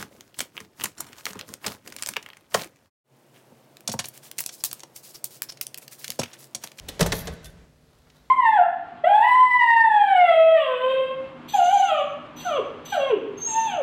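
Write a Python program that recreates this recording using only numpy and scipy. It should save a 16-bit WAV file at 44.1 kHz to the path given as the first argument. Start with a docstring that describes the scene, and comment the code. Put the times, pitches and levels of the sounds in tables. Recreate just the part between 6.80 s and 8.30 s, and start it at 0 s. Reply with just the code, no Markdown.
"""In an empty office, close to a small microphone, a metal lever handle is worked on a panel door.
The latch clicks and chatters: short noise bursts plus ringing lever tones, with a high ping at the first clicks.
The door knocks and booms, then scuffs faintly: dull noise plus fading tones. After a faint high hiss the spindle
scrapes (gritty hiss), a spring sings briefly (short wavering tones), and a faint rustle follows.
The room rings on over low rumble, room noise, a faint hum and microphone hiss."""
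import sys
import numpy as np
from scipy import signal
from scipy.fft import rfft, irfft, next_fast_len
from scipy.io import wavfile
from scipy.ndimage import map_coordinates

SR = 44100
rng = np.random.default_rng(int(sys.argv[2]) if len(sys.argv) > 2 else 0)


def store_pcm(level_fs):
    """Save levels as 16-bit WAV."""
    pcm = np.round(np.clip(level_fs, -1, 1) * 32767).astype(np.int16)
    wavfile.write(sys.argv[1], SR, np.atleast_2d(pcm).T)


N = 66150
T = np.arange(N) / SR  # time of every sample, in seconds


def amp(db):
    """Turn decibels into a multiplier."""
    return 10 ** (np.asarray(db) / 20)


def unit(x):
    """Scale a sound to an average (rms) strength of 1."""
    return x / np.sqrt(np.mean(x ** 2) + 1e-20)


def level(rows):
    """Loudness curve through (start_s, level_db) points, practically silent outside them."""
    return amp(np.interp(T, *np.transpose(rows), left=-150, right=-150))


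def along(points, hz):
    """Read a curve of (pitch_hz, value) points, with pitch spaced as the ear hears it (log axis)."""
    point_hz, values = np.transpose(points)
    return np.interp(np.log(hz + 1), np.log(point_hz + 1), values)


def filtered(x, response):
    """Multiply every frequency in x by response(hz)."""
    size = next_fast_len(N + SR // 2)  # spare room so that the end does not wrap onto the start
    spectrum = rfft(x, size) * response(np.fft.rfftfreq(size, 1 / SR))
    return irfft(spectrum, size)[..., :N]


def noise(spectrum):
    """Random noise coloured by (pitch_hz, level_db) points, scaled to rms 1."""
    return unit(filtered(rng.standard_normal(N), lambda hz: amp(along(spectrum, hz))))


def wobble(rate):
    """A smooth random curve with rate random points a second."""
    points = rng.standard_normal(int(N * rate / SR) + 4)
    return map_coordinates(points, [T * rate])


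def tone(phase):
    """A sine of rms 1."""
    return np.sqrt(2) * np.sin(phase)


def burst(start, rise, t60):
    """Loudness that rises from start, then fades by 60 dB every t60 seconds."""
    t = np.maximum(T - start, 0)
    return (1 - np.exp(-t / max(rise, 1e-4))) * amp(-60 * t / max(t60, 1e-3))


DETUNE = 0.015  # typical random pitch shift, as a fraction


def ring(modes, start, spread_db, rise):
    """Fading tones, each shifted slightly in pitch at random, and in level too when spread_db is above 0."""
    out = np.zeros(N)
    for hz, db, t60 in modes:
        gain = amp(db + spread_db * rng.standard_normal())
        shifted_hz = hz * (1 + DETUNE * rng.standard_normal())
        out += gain * burst(start, rise, t60) * np.sin(2 * np.pi * shifted_hz * (T - start))
    return out


# Loudness of the low rumble, before a small trim: start_s, level_db
RUMBLE_LEVEL = [(0.0, -45), (0.074, -43), (0.192, -49), (0.216, -31), (0.324, -31), (0.43, -42),
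                (0.538, -32), (0.572, -54), (0.66, -42.5), (0.768, -51), (0.788, -49), (0.968, -57.5),
                (1.274, -60), (1.302, -65), (1.34, -61.5), (1.5, -58)]
# Tone colour of the rumble: pitch_hz, level_db (relative, per Hz)
RUMBLE_COLOUR = [(13, -39), (22, -13), (42, 1.5), (59, 6), (113, -5.5), (162, -3.5), (260, -23), (340, -47),
                 (570, -120)]


def rumble():
    """Door and floor rumble: deep noise that swells and sinks."""
    return level(RUMBLE_LEVEL) * amp(-1.5) * noise(RUMBLE_COLOUR)


# Loudness of the room noise, before its waver: start_s, level_db
AIR_LEVEL = [(0, -53), (.07, -53.5), (.11, -49.5), (.19, -48), (.35, -56), (.5, -49.5), (.7, -58),
             (.84, -61.5), (.95, -64), (1.1, -65), (1.5, -63)]
# Tone colour of the room noise: pitch_hz, level_db (relative, per Hz)
AIR_COLOUR = [(59, -37.5), (100, -12), (255, -13), (274, -15.5), (348, -14), (560, -14), (886, -22.5),
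              (2220, -25.5), (2870, -27.5), (8000, -35.5), (10400, -67), (17600, -120)]
AIR_WAVER_DB = 1.2


def room_noise():
    """Soft coloured noise whose loudness wavers a little."""
    waver = amp(AIR_WAVER_DB * wobble(12.37))
    return level(AIR_LEVEL) * waver * noise(AIR_COLOUR)


# Steady tones of the mains hum, before their waver: pitch_hz, level_db (rms)
HUM_TONES = [(150, -69), (200, -87.5), (250, -70.5), (450, -76)]


def hum():
    """Mains hum: a few low sine tones, each slowly wavering in loudness."""
    out = np.zeros(N)
    for hz, db in HUM_TONES:
        gain = amp(db + 1.52 * wobble(2.7))
        out += gain * tone(2 * np.pi * (hz * T + rng.random()))
    return out


# Tone colour of the microphone's own hiss: pitch_hz, level_db (relative, per Hz)
HISS_COLOUR = [(2350, -26), (4000, -0.5), (7230, -6), (10700, -3.5), (16000, -11.5)]


def microphone_hiss():
    """Steady faint noise made by the microphone."""
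    return amp(-74) * noise(HISS_COLOUR)


def background():
    """Everything that lies under the handle: rumble, room noise, hum and hiss add up."""
    return rumble() + room_noise() + hum() + microphone_hiss()


# How long the room's echo takes to fall by 60 dB: pitch_hz, fade_s
ROOM_FADE = [(100, 1.2), (500, 0.95), (2000, 0.89), (6000, 0.53), (14000, 0.18)]
ROOM_DB, EARLY_DB = -13.5, -15  # strength of the long tail and of the quick answer
EARLY_T60 = 0.13  # seconds for the quick answer to fall by 60 dB


def room(x):
    """Near walls answer with quickly fading noise; a longer tail fades at its own speed at each pitch."""
    hz, t, grid = signal.stft(rng.standard_normal(SR), SR, nperseg=256)
    fade = amp(-60 * t / along(ROOM_FADE, hz)[:, None])
    tail = signal.istft(grid * fade, SR, nperseg=256)[1]
    early_fade = amp(-60 * np.arange(len(tail)) / SR / EARLY_T60)
    early = rng.standard_normal(len(tail)) * early_fade
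    answer = amp(ROOM_DB) * tail / np.linalg.norm(tail) + amp(EARLY_DB) * early / np.linalg.norm(early)
    delayed = np.pad(answer, (200, 0))  # the answer comes 200 samples later, about 4.5 ms
    return signal.fftconvolve(x, delayed)[:N]


def gritty(spectrum):
    """Gritty noise: coloured noise roughened by fast random loudness changes, scaled to rms 1."""
    grit_db = 3.5
    return unit(noise(spectrum) * amp(grit_db * wobble(300)))


# Loudness of the faint rustle: start_s, level_db
RUSTLE_LEVEL = [(1.02, -74.5), (1.12, -68), (1.24, -71.5), (1.27, -67), (1.295, -67.5), (1.33, -69),
                (1.37, -61.5), (1.42, -70), (1.5, -68.5)]
# Tone colour of the rustle: pitch_hz, level_db (relative, per Hz)
RUSTLE_COLOUR = [(300, -33), (600, 0), (1300, 2.5), (2500, -9), (4000, -2.5), (6500, -12), (10000, -15)]


def rustle():
    """A faint gritty noise late in the scene."""
    return level(RUSTLE_LEVEL) * gritty(RUSTLE_COLOUR)


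# Short ringing tones: a high ping with the first clicks, then spring notes; level before the waver:
# start_s, length_s, pitch_hz, level_db
SHORT_TONES = [(.085, .012, 12200, -44), (.165, .025, 3450, -62), (.34, .025, 4270, -47),
               (.522, .045, 1510, -52), (.57, .05, 3880, -67), (.63, .016, 1525, -59),
               (.642, .009, 4000, -55), (.643, .016, 6050, -62), (.648, .055, 3540, -59),
               (.662, .022, 1535, -54), (.686, .014, 1530, -62), (.72, .13, 1520, -71),
               (1.358, .014, 3900, -68), (1.38, .03, 3900, -72)]
SING_WAVER_DB = 2


def ping_and_spring():
    """A high ping, then a singing spring: short tones that swell, fade and waver in loudness and phase."""
    out = np.zeros(N)
    for start, length, hz, db in SHORT_TONES:
        progress = np.clip((T - start) / length, 0, 1)
        swell = np.sqrt(np.abs(np.sin(np.pi * progress))) * (T < start + length)
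        gain = amp(db + SING_WAVER_DB * wobble(82.1))
        out += gain * swell * tone(2 * np.pi * hz * T + 0.2 * wobble(61.8))
    return out


# A faint high hiss at the start, then scraping strokes:
# loudness curve (points of start_s, level_db), pitch_factor for the colour
HISS_AND_STROKES = [([(0, -70.5), (.08, -67), (.11, -60.5), (.15, -64), (.19, -67.5), (.22, -82.5)], 0.87),
                    ([(.334, -65), (.343, -34), (.375, -38), (.41, -40.5), (.435, -54.5), (.465, -53.5),
                    (.48, -80)], 0.94), ([(.515, -73), (.524, -55.5), (.538, -50), (.56, -72), (.575, -87)],
                    0.85), ([(.625, -87), (.632, -67), (.643, -62), (.655, -48), (.7, -65.5), (.76, -87.5),
                    (.8, -86.5)], 0.85), ([(1.34, -90), (1.365, -79), (1.39, -79), (1.42, -90)], 1.0)]
# Tone colour of both before the pitch factor: pitch_hz, level_db (relative, per Hz)
SCRAPE_COLOUR = [(1180, -39), (2000, -12), (2880, -20.5), (3430, 2), (4150, -2), (4490, -3), (7380, -3),
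                 (8700, -7.5), (12800, 5.5), (16000, -6.5)]


def hiss_and_scrape():
    """A faint high hiss, then the spindle slides: gritty noise with its colour moved for each row."""
    out = np.zeros(N)
    for rows, pitch_factor in HISS_AND_STROKES:
        colour = [(hz * pitch_factor, db) for hz, db in SCRAPE_COLOUR]
        out += level(rows) * gritty(colour)
    return out


# Knocks on the door, then a few faint low scuffs; level before a trim:
# start_s, level_db, boom_db (relative to the row's level)
KNOCKS_AND_SCUFFS = [(0.057, -43, 9), (.088, -36, -5), (.094, -29.5, -11), (.198, -16.5, -6),
                     (0.2081, -11, -8.5), (.212, -9, 3), (.217, -12, 4.5), (0.223, -15, 3),
                     (.239, -27.5, -1.5), (.258, -25.5, -17), (.271, -18.5, 8.5), (.323, -24, -3),
                     (.328, -20, 0), (.333, -17, -9), (.344, -28, 16.5), (.474, -28.5, -13),
                     (.48, -26.5, -15), (.487, -30.5, -1), (.498, -33.5, -5), (.52, -34.5, -14),
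                     (.84, -47, -13.5), (1.129, -55, 20), (1.269, -59, -8)]
# Ringing tones of the panel: pitch_hz, level_db (relative), fade_s (time to fall by 60 dB)
PANEL_TONES = [(239.5, -7, .07), (321, -9, 0.099), (422.4, -5.5, 0.077), (444.5, 1.5, 0.048),
               (557.4, 0.5, 0.046), (631.4, -4, 0.026), (741, -10.5, 0.028), (871, -6, 0.026),
               (1045, -16, 0.064), (1243, -15, .06)]
# Slow deep tones of the door: pitch_hz, level_db (relative), fade_s (time to fall by 60 dB)
BOOM_TONES = [(38, -13, .3), (59.4, -16, 0.13), (103.5, -19, 0.28), (171, -3, 0.075)]
# Tone colour of the dull noise: pitch_hz, level_db (relative, per Hz)
THUD_COLOUR = [(150, -41.5), (300, -1), (600, -5.5), (1200, -12.5), (2500, -37)]
THUD_DB, THUD_T60 = -6.5, 0.15  # thud level against the row's level, and seconds to fall by 60 dB
BOOM_RISE_S = 0.0053


def knocks_and_scuffs():
    """Knocks, then faint low scuffs: each adds a dull thud, ringing panel tones and slow deep tones."""
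    out = np.zeros(N)
    for start, db, boom_db in KNOCKS_AND_SCUFFS:
        panel = ring(PANEL_TONES, start, spread_db=3.5, rise=0.00056)
        thud = amp(THUD_DB) * noise(THUD_COLOUR) * burst(start, 0.00055, THUD_T60)
        boom = amp(boom_db) * ring(BOOM_TONES, start, spread_db=6, rise=BOOM_RISE_S)
        out += amp(db - 10.5) * (panel + thud + boom)
    return out


# Metal contacts, level before a trim: start_s, level_db, low_mid_lift_db, treble_lift_db,
# chatter_fade_s (time to fall by 60 dB)
LATCH_CLICKS = [(0.0828, -33.5, 3, 0, 0.12), (0.0859, -22, -6, 16, 0.039), (0.0876, -15, -9.5, -23, 0.045),
                (0.093, -31, -1, -20, .04), (0.194, -18.5, 1, 5, 0.045), (0.199, -23, 6.5, 2, 0.032),
                (0.2061, -8.5, -25, 5, 0.054), (.2095, -5.5, 7, 10, 0.028), (0.2175, -19, 2.5, 1.5, 0.023),
                (0.2269, -8, -10, -2.5, .03), (0.2302, -20.5, -2, -12, 0.05), (0.243, -33.5, 3, -4, 0.021),
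                (0.2614, -23.5, 15.5, 19.5, .04), (0.2641, -19.5, -11, 15.5, .04),
                (0.2702, -27, 11, 1, .04), (0.3206, -10.5, -2, -1, 0.031), (0.3239, -12.5, 6, 6, 0.043),
                (.3304, -29, 21, -12, 0.027), (0.4718, -20.5, 0.5, 1.5, 0.047),
                (0.4799, -27.5, 10, 5.5, 0.034), (.4864, -42, 10, -15.5, 0.023), (0.535, -54, -6, 9, .05),
                (0.6443, -32, -20, 7.5, 0.036), (0.65, -38, -1, 12.5, 0.063), (0.657, -31, -1, -4, 0.044),
                (0.965, -62, -9, 13.5, .02), (1.186, -54, -7, 13, 0.031), (1.269, -61, 17.5, -12, 0.15),
                (1.3002, -37, -5, -8, 0.028), (1.3588, -54, -6, 2, .06)]
# Tone colour of the metal chatter: pitch_hz, level_db (relative, per Hz)
CHATTER_COLOUR = [(410, -18), (700, -5), (997, -17), (1890, -9.5), (2220, -12), (3550, -9.5), (4210, -12),
                  (5330, -13.5), (7690, -16.5), (16000, -33)]
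# Ringing tones of the lever: pitch_hz, level_db (relative), fade_s (time to fall by 60 dB)
LEVER_TONES = [(1740, -18, 0.075), (1940, -12.5, 0.067), (3565, -28, 0.038), (3780, -23.5, 0.056),
               (4780, -23.5, 0.028), (5274, -17, 0.062), (5760, -15.5, 0.04), (6100, -17.5, 0.064),
               (6740, -20, 0.036)]
LOW_MID_HZ, TREBLE_HZ = 2380, 8000  # lifts act below the first and above the second


def latch():
    """Each metal contact is a short noisy chatter that also rings the lever."""
    out = np.zeros(N)
    for start, db, low_db, treble_db, t60 in LATCH_CLICKS:
        chatter = noise(CHATTER_COLOUR) * amp(1.5 * wobble(900)) * burst(start, 0.00025, t60)
        lever = ring(LEVER_TONES, start, spread_db=0, rise=0.00018)

        def colour(hz):
            """Smooth tone controls for this contact."""
            treble = treble_db / (1 + (TREBLE_HZ / (hz + 1)) ** 4)
            low_mid = low_db / (1 + (hz / LOW_MID_HZ) ** 4)
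            return amp(treble + low_mid)

        out += amp(db - 10) * filtered(chatter + lever, colour)
    return out


def scene():
    """The handle and door sounds excite the room; ping, spring and background are added directly."""
    near = latch() + knocks_and_scuffs() + hiss_and_scrape() + rustle()
    return (near + room(near) + ping_and_spring() + background())[None]


MIC_LOW_HZ, TOP_HZ = 32, 15750  # where the bass fades away, and the upper limit


def record(dry):
    """The microphone loses the deepest bass; nothing passes from the upper limit up."""
    def response(hz):
        """Two bass cuts in a row, and a sharp top limit."""
        bass_cut = (1j * hz / (MIC_LOW_HZ + 1j * hz)) ** 2
        return bass_cut * (hz < TOP_HZ)

    return filtered(dry, response)


dry = scene()
out = record(dry)
store_pcm(out)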